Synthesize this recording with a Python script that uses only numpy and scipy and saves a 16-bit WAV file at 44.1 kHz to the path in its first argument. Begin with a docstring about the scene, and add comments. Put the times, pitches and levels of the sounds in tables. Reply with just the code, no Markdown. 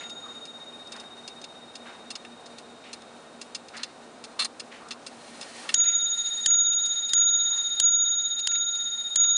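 """A quiet room with a mantle clock: steady air noise, and a motor's beating hum lines far off.
A finger rubs hand and dial (band noise) as it pushes the minute hand round, with soft rustles later;
uneven ticks and lever clicks ring the plates (resonators). Faint hiss and tones rise as the striking
train is released. A hammer strikes a small bell: noise cracks, then decaying partials whose split pairs
beat, with random roughness laid over them. The recorder's gain control sinks under the bell."""
import sys
import numpy as np
from scipy import signal
from scipy.fft import rfft, irfft
from scipy.io import wavfile
from scipy.ndimage import uniform_filter1d

SR = 44100
rng = np.random.default_rng(int(sys.argv[2]) if len(sys.argv) > 2 else 0)


def put_to_file(sound):
    """Save the sound as 16-bit audio at rate SR, in the file named by the first command-line argument."""
    columns = np.atleast_2d(sound).T  # one column per channel
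    safe = np.clip(columns, -1, 1)
    whole_steps = np.round(safe * 32767)
    wavfile.write(sys.argv[1], SR, whole_steps.astype(np.int16))


N = 413209  # samples


def amp(db):
    """Decibels to gain."""
    return 10 ** (np.asarray(db, float) / 20)


def rms_one(x):
    """Scale to unit rms."""
    return x / np.sqrt(np.mean(x ** 2) + 1e-20)


def colour(x, spectrum):
    """Shape by a spectrum, floored at -60 dB; minimum phase, so nothing sounds early."""
    hz, db = np.transpose(spectrum)
    grid_hz = np.linspace(1, SR / 2, 2049)
    grid_db = np.interp(np.log(grid_hz), np.log(hz), np.maximum(db, -60))
    cepstrum = irfft(grid_db * np.log(10) / 20)
    cepstrum[1:2048] *= 2  # fold to the causal half
    cepstrum[2049:] = 0
    impulse = irfft(np.exp(rfft(cepstrum)))
    return signal.oaconvolve(x, rms_one(impulse) / 64)[:N]  # unit energy: 64 = sqrt(4096 taps)


def resonate(x, modes):
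    """Parallel two-pole resonances (hz, width_hz, level_db), signs alternating."""
    out = 0
    for k, (hz, width_hz, level_db) in enumerate(modes):
        r = np.exp(-np.pi * width_hz / SR)
        poles = [1, -2 * r * np.cos(2 * np.pi * hz / SR), r * r]
        ring = signal.lfilter([1, 0, -1], poles, x + 1e-18)
        out = out + (-1) ** k * amp(level_db) * (1 - r * r) / 2 * ring
    return out


def drift(rate_hz):
    """Random wander: normal knots, two per cycle of the rate, joined by straight lines."""
    knots_s = np.arange(0, N / SR + 1, .5 / rate_hz)
    return np.interp(np.arange(N) / SR, knots_s, rng.standard_normal(len(knots_s)))


def add(out, x, start_s, peak_db):
    """Mix in a short sound at the given peak level."""
    at = round(start_s * SR)
    out[at:at + len(x)] += (amp(peak_db) * x / np.abs(x).max())[:N - at]


# air noise spectrum: hz, level_db (per Hz, relative)
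ROOM_SPECTRUM = [(18, -65), (30, -33.5), (189, -13), (241, -7), (316, -9), (762, -7.5), (998, -12.5),
                 (1510, -14.5), (1890, -25), (2410, -22), (3480, -27.5), (3840, -21.5), (4140, -29.5),
                 (9290, -32.5), (10500, -46.5), (13600, -78), (22000, -120)]
ROOM_RMS_DB = -50.5


def room_air():
    """Steady shaped noise, its level wavering slightly."""
    air = rms_one(colour(rng.standard_normal(N), ROOM_SPECTRUM))
    return amp(ROOM_RMS_DB + 0.57 * drift(6)) * air


# far motor's hum lines: hz, peak_db (mean)
HUM_LINES = [(161, -75.5), (235.39, -59), (239.98, -61), (258.5, -74), (462.2, -66)]
HUM_IN_STEP_S = .11  # all lines in phase


def motor_hum():
    """Wavering sine lines; the close pair throbs at its difference frequency."""
    t = np.arange(N) / SR - HUM_IN_STEP_S
    return sum(amp(db + 1.3 * drift(7.4)) * np.cos(2 * np.pi * hz * t) for hz, db in HUM_LINES)


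# finger on hand and dial, later soft rustles nearby: start_s, peak_db, centre_hz, width_hz, length_s
RUBS = [(0, -36.5, 1740, 1490, 0.059), (0.232, -40, 1200, 298, 0.14), (0.934, -37, 1200, 1000, 0.12),
        (1.854, -35, 1160, 980, 0.12), (2.836, -41, 2400, 1490, 0.081), (3.732, -34, 1420, 1200, 0.13),
        (3.776, -40, 4200, 600, 0.096), (4.383, -36, 600, 503, 0.077), (4.714, -38, 2000, 1220, 0.093),
        (4.8, -41, 1190, 300, 0.19), (5.627, -36.5, 980, 900, .06), (5.843, -27.5, 2090, 900, 0.12),
        (7.499, -33, 910, 900, 0.12), (9.246, -33, 1120, 297, 0.079)]


def rubs_and_rustles():
    """Finger rubs and later soft rustles: uneven puffs of noise, strongest in one band."""
    out = np.zeros(N)
    t = np.arange(9000) / SR
    for start_s, peak_db, centre_hz, width_hz, length_s in RUBS:
        swell = np.minimum(t / 0.0079, 1) * np.exp(-(t / length_s) ** 2)
        puff = swell * amp(2.4 * drift(60)[:len(t)])
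        broad = resonate(rng.standard_normal(len(t)) * puff, [(centre_hz, 2 * width_hz, 0)])
        narrow = resonate(broad, [(centre_hz, width_hz, 0)])
        add(out, narrow + amp(-11.5) * broad, start_s, peak_db)
    return out


# modes of movement plates and case: hz, width_hz, level_db (before weighting by the struck part)
CASE_MODES = [(1080, 260, -6.5), (1290, 200, -2), (1842, 150, -3), (2290, 100, -3), (2728, 127, -1),
              (3540, 205, -6), (4150, 120, -3.5), (4503, 130, -5), (5077, 196, -3), (6360, 320, -9),
              (7000, 250, -9), (8550, 700, -13), (8820, 64, -2), (9950, 470, -2.5)]
RATTLE_RISE_S = .0015


def rattle(length_s, centre_hz, octaves):
    """A flurry of uneven metal contacts; modes near the struck part's pitch ring most."""
    t = np.arange(4000) / SR
    contacts = rng.standard_normal(len(t)) * amp(6.9 * rng.standard_normal(len(t)))
    decay = np.exp(-(t / length_s) ** 2) + amp(-4.5) * np.exp(-t / 0.0092)
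    shape = np.minimum(t / RATTLE_RISE_S, 1) * decay
    modes = []
    for hz, width_hz, level_db in CASE_MODES:
        loss_db = min(6 * (np.log2(hz / centre_hz) / octaves) ** 2, 13)
        modes.append((hz, width_hz, level_db - loss_db))
    return resonate(contacts * shape, modes)


# escapement ticks: full_s (end of rise), peak_db
TICKS = [(.096, -33), (.453, -32.5), (.921, -30.5), (1.277, -26.5), (1.754, -30), (2.104, -27),
         (2.583, -34), (2.930, -26.5), (3.414, -28), (3.768, -31.5), (4.240, -29.5), (4.597, -25),
         (5.065, -28), (5.411, -26.5), (5.887, -28), (6.260, -26), (6.728, -24), (7.092, -21), (7.577, -27),
         (7.920, -26.5), (8.391, -20.5), (8.752, -28)]


def escapement():
    """Each tick is a short rattle of the plates."""
    out = np.zeros(N)
    for full_s, peak_db in TICKS:
        add(out, rattle(length_s=0.013, centre_hz=4900, octaves=1), full_s - RATTLE_RISE_S, peak_db)
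    return out


# levers and wheels in the movement: full_s (end of rise), peak_db, pitch_hz (loudest part), length_s
LEVERS = [(0.872, -38, 5200, .008), (0.963, -35, 5500, 0.0046), (0.999, -34, 4850, 0.012),
          (1.415, -37.5, 5070, 0.0071), (1.441, -31, 4300, 0.0074), (2.154, -26, 4480, .012),
          (2.249, -33.5, 1990, .005), (2.459, -37.5, 4900, 0.017), (3.019, -40.5, 4540, .005),
          (3.548, -23.5, 4840, .015), (3.684, -34.5, 4630, 0.0047), (3.833, -19.5, 4300, 0.0096),
          (4.446, -19, 6500, 0.0082), (4.885, -35.5, 6500, 0.0051), (4.908, -25.5, 3880, 0.021),
          (5.428, -31.5, 4700, .007), (5.69, -20.5, 2800, .015), (6.189, -27, 7500, .007),
          (6.858, -21, 7000, 0.0097)]
LEVER_OCTAVES = 0.81
# one lever slipping over a cam: full_s (end of rise), peak_db
SLIPS = [(4.392, -15.5), (4.401, -15), (4.407, -18.5), (4.42, -18.5), (4.432, -26), (4.451, -21.5)]
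SLIP_S, SLIP_HZ, SLIP_OCTAVES = 0.011, 3920, 0.22


def levers():
    """Clicks at each part's own pitch; the slipping lever rings on a narrow one."""
    out = np.zeros(N)
    for full_s, peak_db, pitch_hz, length_s in LEVERS:
        add(out, rattle(length_s, pitch_hz, LEVER_OCTAVES), full_s - RATTLE_RISE_S, peak_db)
    for full_s, peak_db in SLIPS:
        add(out, rattle(SLIP_S, SLIP_HZ, SLIP_OCTAVES), full_s - RATTLE_RISE_S, peak_db)
    return out


# gear tones: hz, width_hz, level_db (relative)
GEARS = [(1849, 28, 3.5), (2260, 15, -5), (4030, 40, -17), (4195, 75, -2), (4750, 47, -9), (9850, 180, 0)]
# whir hiss spectrum: hz, level_db (per Hz, relative)
WHIR_HISS = [(200, -31), (600, -6), (1500, -9), (2700, -7.5), (4000, -8.5), (7000, -11.5), (9800, -13),
             (11000, -16.5)]
WHIR_START_S, SPIN_UP_S = 5, 0.48  # release, time constant of the rise
WHIR_FLOOR_DB, WHIR_RUN_DB, WHIR_SAG_DB_PER_S = -63, -44, 0.87  # rms of the tones alone


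def striking_train():
    """Faint steady hiss and tones in the floor, rising at the train's release, then sagging."""
    t = np.maximum(np.arange(N) / SR - WHIR_START_S, 0)
    spin_up_db = (WHIR_FLOOR_DB - WHIR_RUN_DB) * np.exp(-t / SPIN_UP_S)
    level_db = WHIR_RUN_DB + spin_up_db - WHIR_SAG_DB_PER_S * t
    tones = rms_one(resonate(rng.standard_normal(N), GEARS))
    hiss = rms_one(colour(rng.standard_normal(N), WHIR_HISS))
    return amp(level_db + 1.3 * drift(17)) * (tones + amp(2.5) * hiss)


# hammer blows: blow_s, ring_db, bright_db (high pair), mid_up_db, high_up_db (upper over lower partial),
# mid_in_step_s, swell_s, bounce_s (these three after the blow)
BLOWS = [(-.027, -24.5, -20, -1.5, -36, 0.017, .001, .001), (5.742, -3.5, -1, -2, -8.5, .016, 0.061, 0.06),
         (6.46, -.5, 0, -0.5, -16, .015, 0.049, 0.047), (7.134, 0.5, -1, -3, -19.5, .023, 0.028, .043),
         (7.799, 1, 0, -1, -15.5, 0.018, 0.037, 0.04), (8.472, -1.5, -5, -1.5, -19, 0.023, 0.023, .042),
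         (9.158, 0, 0, -9.5, -13.5, .018, 0.035, .046)]
BOUNCE_PEAK_DB, BOUNCE_GAP_S = -23.5, .037


def hammer_bounces():
    """The hammer settles in two small rattling bounces."""
    out = np.zeros(N)
    for blow_s, *_, bounce_s in BLOWS[1:]:
        for k in range(2):
            full_s = blow_s + bounce_s + k * BOUNCE_GAP_S
            bounce = rattle(length_s=0.0099, centre_hz=2520, octaves=1)
            add(out, bounce, full_s - RATTLE_RISE_S, BOUNCE_PEAK_DB)
    return out


# crack spectrum: hz, level_db (per Hz, relative)
CRACK_SPECTRUM = [(100, -44), (700, -28), (1750, -9.5), (2440, -16.5), (3200, -0.5), (4040, -7.5),
                  (4900, -4), (6000, -7), (7000, 2), (8800, -18), (9900, 3), (11000, -23.5)]
CRACK_PEAK_DB, FIRST_CRACK_PEAK_DB = 0.1, -1.5  # first crack is softest
THUMP_DB, THUMP_S = -35, 0.0032  # level re crack, length


def hammer_cracks():
    """Noisy double contact of the hammer; a smooth low bump sounds with each crack."""
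    out = np.zeros(N)
    t = np.arange(600) / SR
    thump = np.sin(np.pi * np.minimum(t / THUMP_S, 1)) ** 2
    for k, (blow_s, *_) in enumerate(BLOWS[1:]):
        peak_db = CRACK_PEAK_DB if k else FIRST_CRACK_PEAK_DB
        chatter = 0.32 * rng.standard_normal(len(t)) * np.exp(-((t - .004) / 0.0025) ** 2)
        chatter[[round(.002 * SR), round(.005 * SR)]] += [.7, -1]  # two touches
        add(out, colour(chatter, CRACK_SPECTRUM), blow_s - .002, peak_db)
        add(out, thump, blow_s, peak_db + THUMP_DB)
    return out


# five partials, low, mid pair, high pair: pitch_hz
BELL_HZ = [1399.3, 3708.9, 3724.72, 6734.6, 6747.5]
# the same five: t60_s
BELL_T60_S = [2.78, 7.9, 11.5, 2.2, 2.95]
# the same five: missing_share (of amplitude, at the blow)
SWELL_DEPTH = [0.82, 0.84, .75, .65, 0.42]
# low partial, mid pair, high pair: level_db (re ring_db, before brightness and pair balance)
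BELL_DB = [-28.5, -19, -4.5]
# random roughness laid over the low, mid and high ringing tones: share, rate_hz
ROUGHNESS = [(.03, 40.6), (.1, 299), (.2, 112.1)]
# case hum after a blow: hz, level_db (re ring_db), t60_s
CASE_RING = (199, -60.5, 1.7)
HIGH_IN_STEP_S = .068  # high pair first in phase, after the blow
STOP_S = 0.014  # time constant of the hammer stopping the old ring


def bell_ring():
    """Each blow stops the old ring and restarts the decaying partials; the first precedes the start."""
    out, time_s = np.zeros(N), np.arange(N) / SR
    low, mid, high = [1 + share * (drift(rate_hz) + 1j * drift(rate_hz)) for share, rate_hz in ROUGHNESS]
    roughness = [low, mid, mid, high, high]
    low_db, mid_db, high_db = BELL_DB
    stops_s = [blow[0] for blow in BLOWS[1:]] + [99]  # last ring is never stopped
    for blow, stop_s in zip(BLOWS, stops_s):
        blow_s, ring_db, bright_db, mid_up_db, high_up_db, mid_in_step_s, swell_s, _ = blow
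        span = slice(max(round(blow_s * SR), 0), round((stop_s + .05) * SR))
        t = time_s[span] - blow_s
        held = np.exp(-np.maximum(t + blow_s - stop_s, 0) / STOP_S)
        missing = np.exp(-(t / swell_s) ** 2)
        in_step_s = [0, mid_in_step_s, mid_in_step_s, HIGH_IN_STEP_S, HIGH_IN_STEP_S]
        bright_high_db = high_db + bright_db
        parts_db = [low_db, mid_db - mid_up_db / 2, mid_db + mid_up_db / 2,
                    bright_high_db, bright_high_db + high_up_db]
        partials = zip(BELL_HZ, BELL_T60_S, in_step_s, parts_db, roughness, SWELL_DEPTH)
        for hz, t60_s, peak_s, part_db, rough, depth in partials:
            tone = rough[span] * np.exp(2j * np.pi * hz * (t - peak_s))
            decay = amp(ring_db + part_db - 60 * t / t60_s)
            out[span] += held * (1 - depth * missing) * decay * tone.real
        hz, case_db, t60_s = CASE_RING
        out[span] += held * amp(ring_db + case_db - 60 * t / t60_s) * np.sin(2 * np.pi * hz * t)
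    return out


def scene():
    """All sources at one microphone."""
    background = room_air() + motor_hum() + rubs_and_rustles()
    clockwork = escapement() + levers() + striking_train()
    strike = hammer_bounces() + hammer_cracks() + bell_ring()
    return (background + clockwork + strike)[None]


THRESHOLD_DB, CUT_DB_PER_DB = -24.5, 0.73
GRIP_S, RELEASE_DB_PER_S = 0.0089, 2.2
CUTOFF_HZ = 10800


def record(dry):
    """Gain control grips quickly, lets go slowly; peaks are rounded, the top is cut."""
    level_db = 10 * np.log10(uniform_filter1d(dry[0] ** 2, size=1500) + 1e-12)
    cut_db = CUT_DB_PER_DB * np.maximum(level_db - THRESHOLD_DB, 0)
    ramp_db = RELEASE_DB_PER_S * np.arange(N) / SR
    cut_db = np.maximum.accumulate(cut_db + ramp_db) - ramp_db  # peak hold, linear release
    grip = np.exp(-1 / (GRIP_S * SR))
    cut_db = signal.lfilter([1 - grip], [1, -grip], cut_db)
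    wet = 0.78 * np.tanh(dry * amp(-cut_db) / 0.64)
    return signal.sosfilt(signal.cheby2(12, 60, CUTOFF_HZ, fs=SR, output="sos"), wet)


dry = scene()
out = record(dry)
put_to_file(out)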